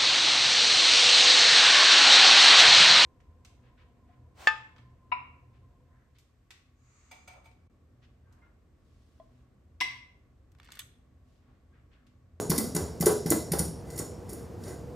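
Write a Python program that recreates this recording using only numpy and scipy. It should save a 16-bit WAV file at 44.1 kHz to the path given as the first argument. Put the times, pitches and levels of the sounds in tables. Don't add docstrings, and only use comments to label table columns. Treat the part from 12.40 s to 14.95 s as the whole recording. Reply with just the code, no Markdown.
import sys
import numpy as np
from scipy import signal
from scipy.fft import rfft, irfft
from scipy.io import wavfile
from scipy.ndimage import uniform_filter1d

SR = 44100
rng = np.random.default_rng(int(sys.argv[2]) if len(sys.argv) > 2 else 0)


def materialize(psi):
    bounded = np.clip(np.atleast_2d(psi).T, -1, 1)
    quanta = np.round(bounded * 32767).astype(np.int16)
    wavfile.write(sys.argv[1], SR, quanta)


N = 112454

# (frequency [Hz], relative level [dB])
RUMBLE_COLOUR = [(15, -59), (25, -15), (56, 1.5), (123, -2), (249, -10), (309, -8.5), (427, -12.5),
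                 (489, -4.5), (531, -16.5), (818, -20.5), (1260, -29), (1400, -31), (2050, -37.5),
                 (3820, -43.5), (5430, -41), (5880, -42.5), (16000, -51)]
# (frequency [Hz], time to fall by 60 dB [s])
ROOM_DECAY = [(100, 0.45), (260, 0.46), (700, 0.43), (1800, 0.22), (5000, 0.55), (9000, 0.39),
              (14000, 0.24)]
# (frequency [Hz], side level [dB])
ROOM_WIDTH = [(60, -19), (200, -13), (600, -10.5), (1200, -6), (2500, -8.5), (3900, -33), (5400, -15.5),
              (6500, -32.5), (7500, -44), (8500, -21), (9700, -15), (11000, -6), (14500, -0.5)]
# (frequency [Hz], side level [dB])
NEAR_WIDTH = [(200, -20), (1000, -8), (2500, -29.5), (3700, -35.5), (5400, -16.5), (6500, -25),
              (9000, -20.5), (11000, -5.5), (14500, -7)]
# (start [s], relative level [dB], decay [s])
RATTLES = [(-.03, -31, 0.027), (0.112, -28.5, 0.026), (0.185, -38, 0.045), (.349, -34, 0.057),
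           (.620, -29, .018), (0.665, -23.5, 0.018), (0.689, -31, 0.023), (0.862, -39, 0.039),
           (0.916, -25.5, 0.014), (1.129, -26.5, 0.019), (1.195, -37.5, 0.032), (1.595, -38.5, .025)]
# (frequency [Hz], relative level [dB])
RATTLE_COLOUR = [(150, 0.5), (400, 9.5), (850, -0.5), (1150, -5), (1380, -8), (1540, -5.5), (1750, -12.5),
                 (2000, -19), (2600, -22), (4500, -16.5), (9000, -26.5)]
# (start [s], relative level [dB], centre of the push [Hz], length of the push [cycles])
KNOCKS = [(-.06, -17.5, 324, 0.36), (.097, -18.5, 185, 0.33), (0.182, -20, 245, 1.04),
          (0.349, -23.5, 200, 0.41), (.41, -33, 91, 1.35), (.605, -21, 196, 0.45), (.665, -17.5, 400, 0.97),
          (0.858, -21, 206, 0.33), (.911, -18, 293, 0.79), (1.115, -25, 178, 0.52), (1.137, -42, 72.5, 1.9),
          (1.197, -22.5, 199, 0.35), (1.289, -44.5, 175, 0.48), (1.597, -28.5, 253, 0.49),
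          (1.923, -37.5, 342, 0.94), (2.276, -43, 343, 0.96)]
# (frequency [Hz], relative level [dB], time to fall by 60 dB [s])
FRAME_MODES = [(78, 3, 1), (90, -13, 0.85), (166.4, 5.5, .24), (215.9, -5.5, 0.65), (257.6, -9, 0.52),
               (300.8, -11, 0.082), (397, 0, 0.12), (424.5, 7, 0.073), (426, -3, 0.16), (507, -30.5, 0.12),
               (628, -15, 0.196), (834, -28, .2), (870, -17, 0.21), (1100, -27, 0.22), (1514, -27, .22)]
# (frequency [Hz], width while held [Hz], relative level [dB])
ROD_MODES = [(1594, 84, -5), (2010, 104, 0.5), (3743, 140, -14.5), (4600, 350, -8), (5596, 320, -5),
             (6908, 197, -1), (8254, 147, -3.5), (9682, 203, -1.5), (11150, 195, -5.5), (12500, 250, -10),
             (15100, 210, -7)]
# (start [s], relative level [dB], scrape rise [s], scrape decay [s],
# part below the ring [dB], top [dB])
CLICKS = [(-.045, -19, 0.0044, 0.0067, -6.5, -5.5), (0.094, -32, 0.0029, 0.0082, -3.5, 4),
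          (0.1, -20.5, 0.0016, 0.0038, 1, 4), (0.107, -30, 0.0018, 0.014, 9, -13),
          (0.158, -30, 0.0023, 0.0059, 2, -11), (0.176, -20.5, 0.0063, 0.0044, 0, 0.5),
          (0.347, -24.5, 0.0043, 0.0044, -4, -2), (0.361, -23.5, 0.0029, 0.0075, 0.5, -6.5),
          (.600, -35, 0.00062, 0.0095, -9, -6), (0.6073, -26, 0.0015, 0.011, 2.5, 3.5),
          (0.625, -25, 0.0024, 0.0026, 2.5, -22), (0.656, -15.5, 0.0031, 0.013, -5.5, -4.5),
          (0.858, -35, 0.0039, 0.018, 5.5, 0.5), (0.893, -37, .004, 0.0051, 3, -24),
          (0.9021, -6.5, 0.012, 0.0014, -17.5, -4.5), (0.911, -26, 0.0017, 0.016, 3.5, -7),
          (1.117, -26, 0.0054, 0.0038, 3.5, 3.5), (1.133, -29.5, 0.0028, 0.0043, 8, -1),
          (1.185, -34, .0015, 0.0051, 2, 10.5), (1.191, -20, .0015, 0.0056, -3, -2),
          (1.5, -39, 0.0026, 0.0071, -2, -7), (1.558, -36.5, 0.0022, 0.012, -9, -9),
          (1.575, -34, 0.0038, 0.0054, 2.5, 3), (1.587, -21.5, 0.0018, 0.0073, -7.5, -8),
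          (1.888, -41.5, 0.0041, 0.022, -0.5, -2.5), (1.929, -37, 0.0025, 0.0035, -1, 1),
          (2.235, -45.5, 0.0026, 0.0072, 8, -5), (2.277, -48, 0.0041, .007, 7, -1)]
# (frequency [Hz], relative level [dB])
STEEL_COLOUR = [(300, -5.5), (1500, -12), (2800, -9.5), (4000, -7), (5500, -0.5), (7000, -2.5), (10000, 3),
                (12500, -1.5), (13700, 4), (14700, -17.5), (15200, 0.5), (16000, -44)]
# (middle [s], half length [s], relative level [dB])
SPINS = [(0.015, 0.075, -44.5), (0.22, 0.11, -43), (0.463, 0.11, -44), (.78, 0.15, -46.5),
         (1.03, 0.15, -45), (1.541, 0.065, -38), (1.61, 0.019, -37), (1.684, .04, -70), (1.952, 0.082, -43),
         (2.287, 0.063, -36)]
# (frequency [Hz], relative level [dB])
WHIRR_COLOUR = [(150, 15), (450, 31), (900, 10.5), (1450, 7), (2020, -1), (2600, -4.5), (4500, -1),
                (7000, 0), (10000, 0), (15000, -8)]

LEAD_S = 0.1
T = np.arange(-int(LEAD_S * SR), N) / SR
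AGE = np.arange(SR) / SR

RUMBLE_DB = -40.5
ROOM_ONSET_S, NEAR_LAG_S = 0.0021, 0.017
CLICK_ROOM_DB, KNOCK_ROOM_DB, RATTLE_ROOM_DB = -3, -2, -2
RATTLE_RISE_S = 0.0043
THUD_DB, FRAME_DB = -6.5, -19.5
CLICK_DB, ROD_DB, HELD_DB = -13.5, -17, 4
ROD_T60_S, ROD_SPLIT = 0.22, 0.0091
ROD_DAMPING = 0.94
GRAIN_DB, WHIRR_GRAIN_DB = 3.5, 3.5
BODY_HZ, RING_HZ, TOP_EDGE_HZ = 5100, 6960, 11500
LOW_CUT_HZ, TOP_HZ = 69, 15400


def undb(db):
    return 10 ** (np.asarray(db) / 20)


def unit(x):
    return x / np.sqrt(np.sum(x ** 2))


def curve(table, hz):
    f, value = np.array(table, float).T
    return np.interp(np.log(np.maximum(hz, 1)), np.log(f), value)


def colour(x, table):
    gain = undb(curve(table, np.fft.rfftfreq(len(x), 1 / SR)))
    return irfft(rfft(x) * gain, len(x))


def through(x, response):
    return signal.fftconvolve(x, response)[:len(x)]


def grit(table, grain_db):
    noise = rng.standard_normal(len(T))
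    size = np.minimum(rng.exponential(size=len(T)), 2 * np.pi)
    x = colour(noise * undb(grain_db * size), table)
    return x / x.std()


def burst(start, rise, decay):
    age = np.maximum(T - start, 0)
    env = (1 - np.exp(-(age / rise) ** 2)) * np.exp(-age / decay)
    return env / env.max()


def ring(hz, t60):
    return unit(np.cos(2 * np.pi * hz * AGE) * np.exp(-np.log(1000) * AGE / t60))


def rumble():
    mid, side = (undb(RUMBLE_DB) * grit(RUMBLE_COLOUR, 0) for _ in range(2))
    return np.array([mid, undb(-0.5) * colour(side, ROOM_WIDTH)])


def reflections():
    f, t, bands = signal.stft(rng.standard_normal(SR), SR, nperseg=256)
    fade = np.exp(-np.log(1000) * t / curve(ROOM_DECAY, f)[:, None])
    tail = signal.istft(bands * fade, SR)[1][:SR]
    onset = 1 - np.exp(-(AGE / ROOM_ONSET_S) ** 2)
    spectrum = rfft(tail * onset, 2 * SR)
    smooth = np.sqrt(uniform_filter1d(np.abs(spectrum) ** 2, size=70))
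    return unit(irfft(spectrum / smooth)[:SR])


def loose_parts():
    bursts = sum(undb(db) * burst(s, RATTLE_RISE_S, decay) for s, db, decay in RATTLES)
    return grit(RATTLE_COLOUR, grain_db=5) * bursts


def frame_ring():
    return unit(sum(undb(db) * ring(hz, t60) for hz, db, t60 in FRAME_MODES))


def frame():
    push = 0
    for s, db, hz, cycles in KNOCKS:
        turns = np.maximum(T - s, 0) * hz
        swell = turns / cycles * np.exp(1 - turns / cycles)
        push = push + 2 * undb(db) * np.sin(2 * np.pi * turns) * swell
    return undb(THUD_DB) * push + undb(FRAME_DB) * through(push, frame_ring())


def held_ring():
    out = 0
    for hz, width, db in ROD_MODES:
        fade = np.exp(-np.pi * width * AGE)
        level = undb(db) * 2 * np.pi * width / SR
        out = out + level * np.cos(2 * np.pi * hz * AGE) * fade
    return out


def rod_ring(t60, split, count=9):
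    out = 0
    for hz, width, db in ROD_MODES:
        spread = np.linspace(-2, 2, count) + rng.uniform(-1, 1, count) / count
        signs = np.sign(rng.standard_normal(count))
        life = t60 * (ROD_MODES[0][0] / hz) ** ROD_DAMPING
        partials = sum(sign * np.exp(-d * d / 2) * ring(hz * (1 + split * d), life)
                       for sign, d in zip(signs, spread))
        out = out + undb(db) * unit(partials)
    return unit(out)


def nut():
    scrapes = 0
    for s, db, rise, decay, body_db, top_db in CLICKS:
        tint = [(BODY_HZ, body_db), (RING_HZ, 0), (TOP_EDGE_HZ, top_db)]
        steel = colour(grit(STEEL_COLOUR, GRAIN_DB), tint)
        scrapes = scrapes + undb(db) * burst(s, rise, decay) * steel
    swells = sum(undb(db) * np.exp(-((T - s) / half) ** 2) for s, half, db in SPINS)
    sliding = scrapes + grit(WHIRR_COLOUR, WHIRR_GRAIN_DB) * swells
    rod = undb(ROD_DB) * rod_ring(ROD_T60_S, ROD_SPLIT) + undb(HELD_DB) * held_ring()
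    return undb(CLICK_DB) * sliding + through(sliding, rod)


def scene():
    air_mid, air_side = rumble()
    rattle, knocks, steel = loose_parts(), frame(), nut()
    direct = steel + knocks + rattle
    send = undb(CLICK_ROOM_DB) * steel + undb(KNOCK_ROOM_DB) * knocks + undb(RATTLE_ROOM_DB) * rattle
    near = np.pad(direct, (int(NEAR_LAG_S * SR), 0))[:len(T)]
    mid = direct + through(send, reflections()) + air_mid
    room_side = colour(through(send, reflections()), ROOM_WIDTH)
    side = colour(near, NEAR_WIDTH) + room_side + air_side
    left, right = undb(-0.37) * (mid + side), mid - side
    return np.array([left, right])[:, -N:]


def record(dry):
    low_cut = signal.butter(3, LOW_CUT_HZ, "highpass", fs=SR, output="sos")
    top_cut = signal.ellip(8, 0.2, 80, TOP_HZ, fs=SR, output="sos")
    return signal.sosfilt(top_cut, signal.sosfilt(low_cut, dry))


dry = scene()
out = record(dry)
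materialize(out)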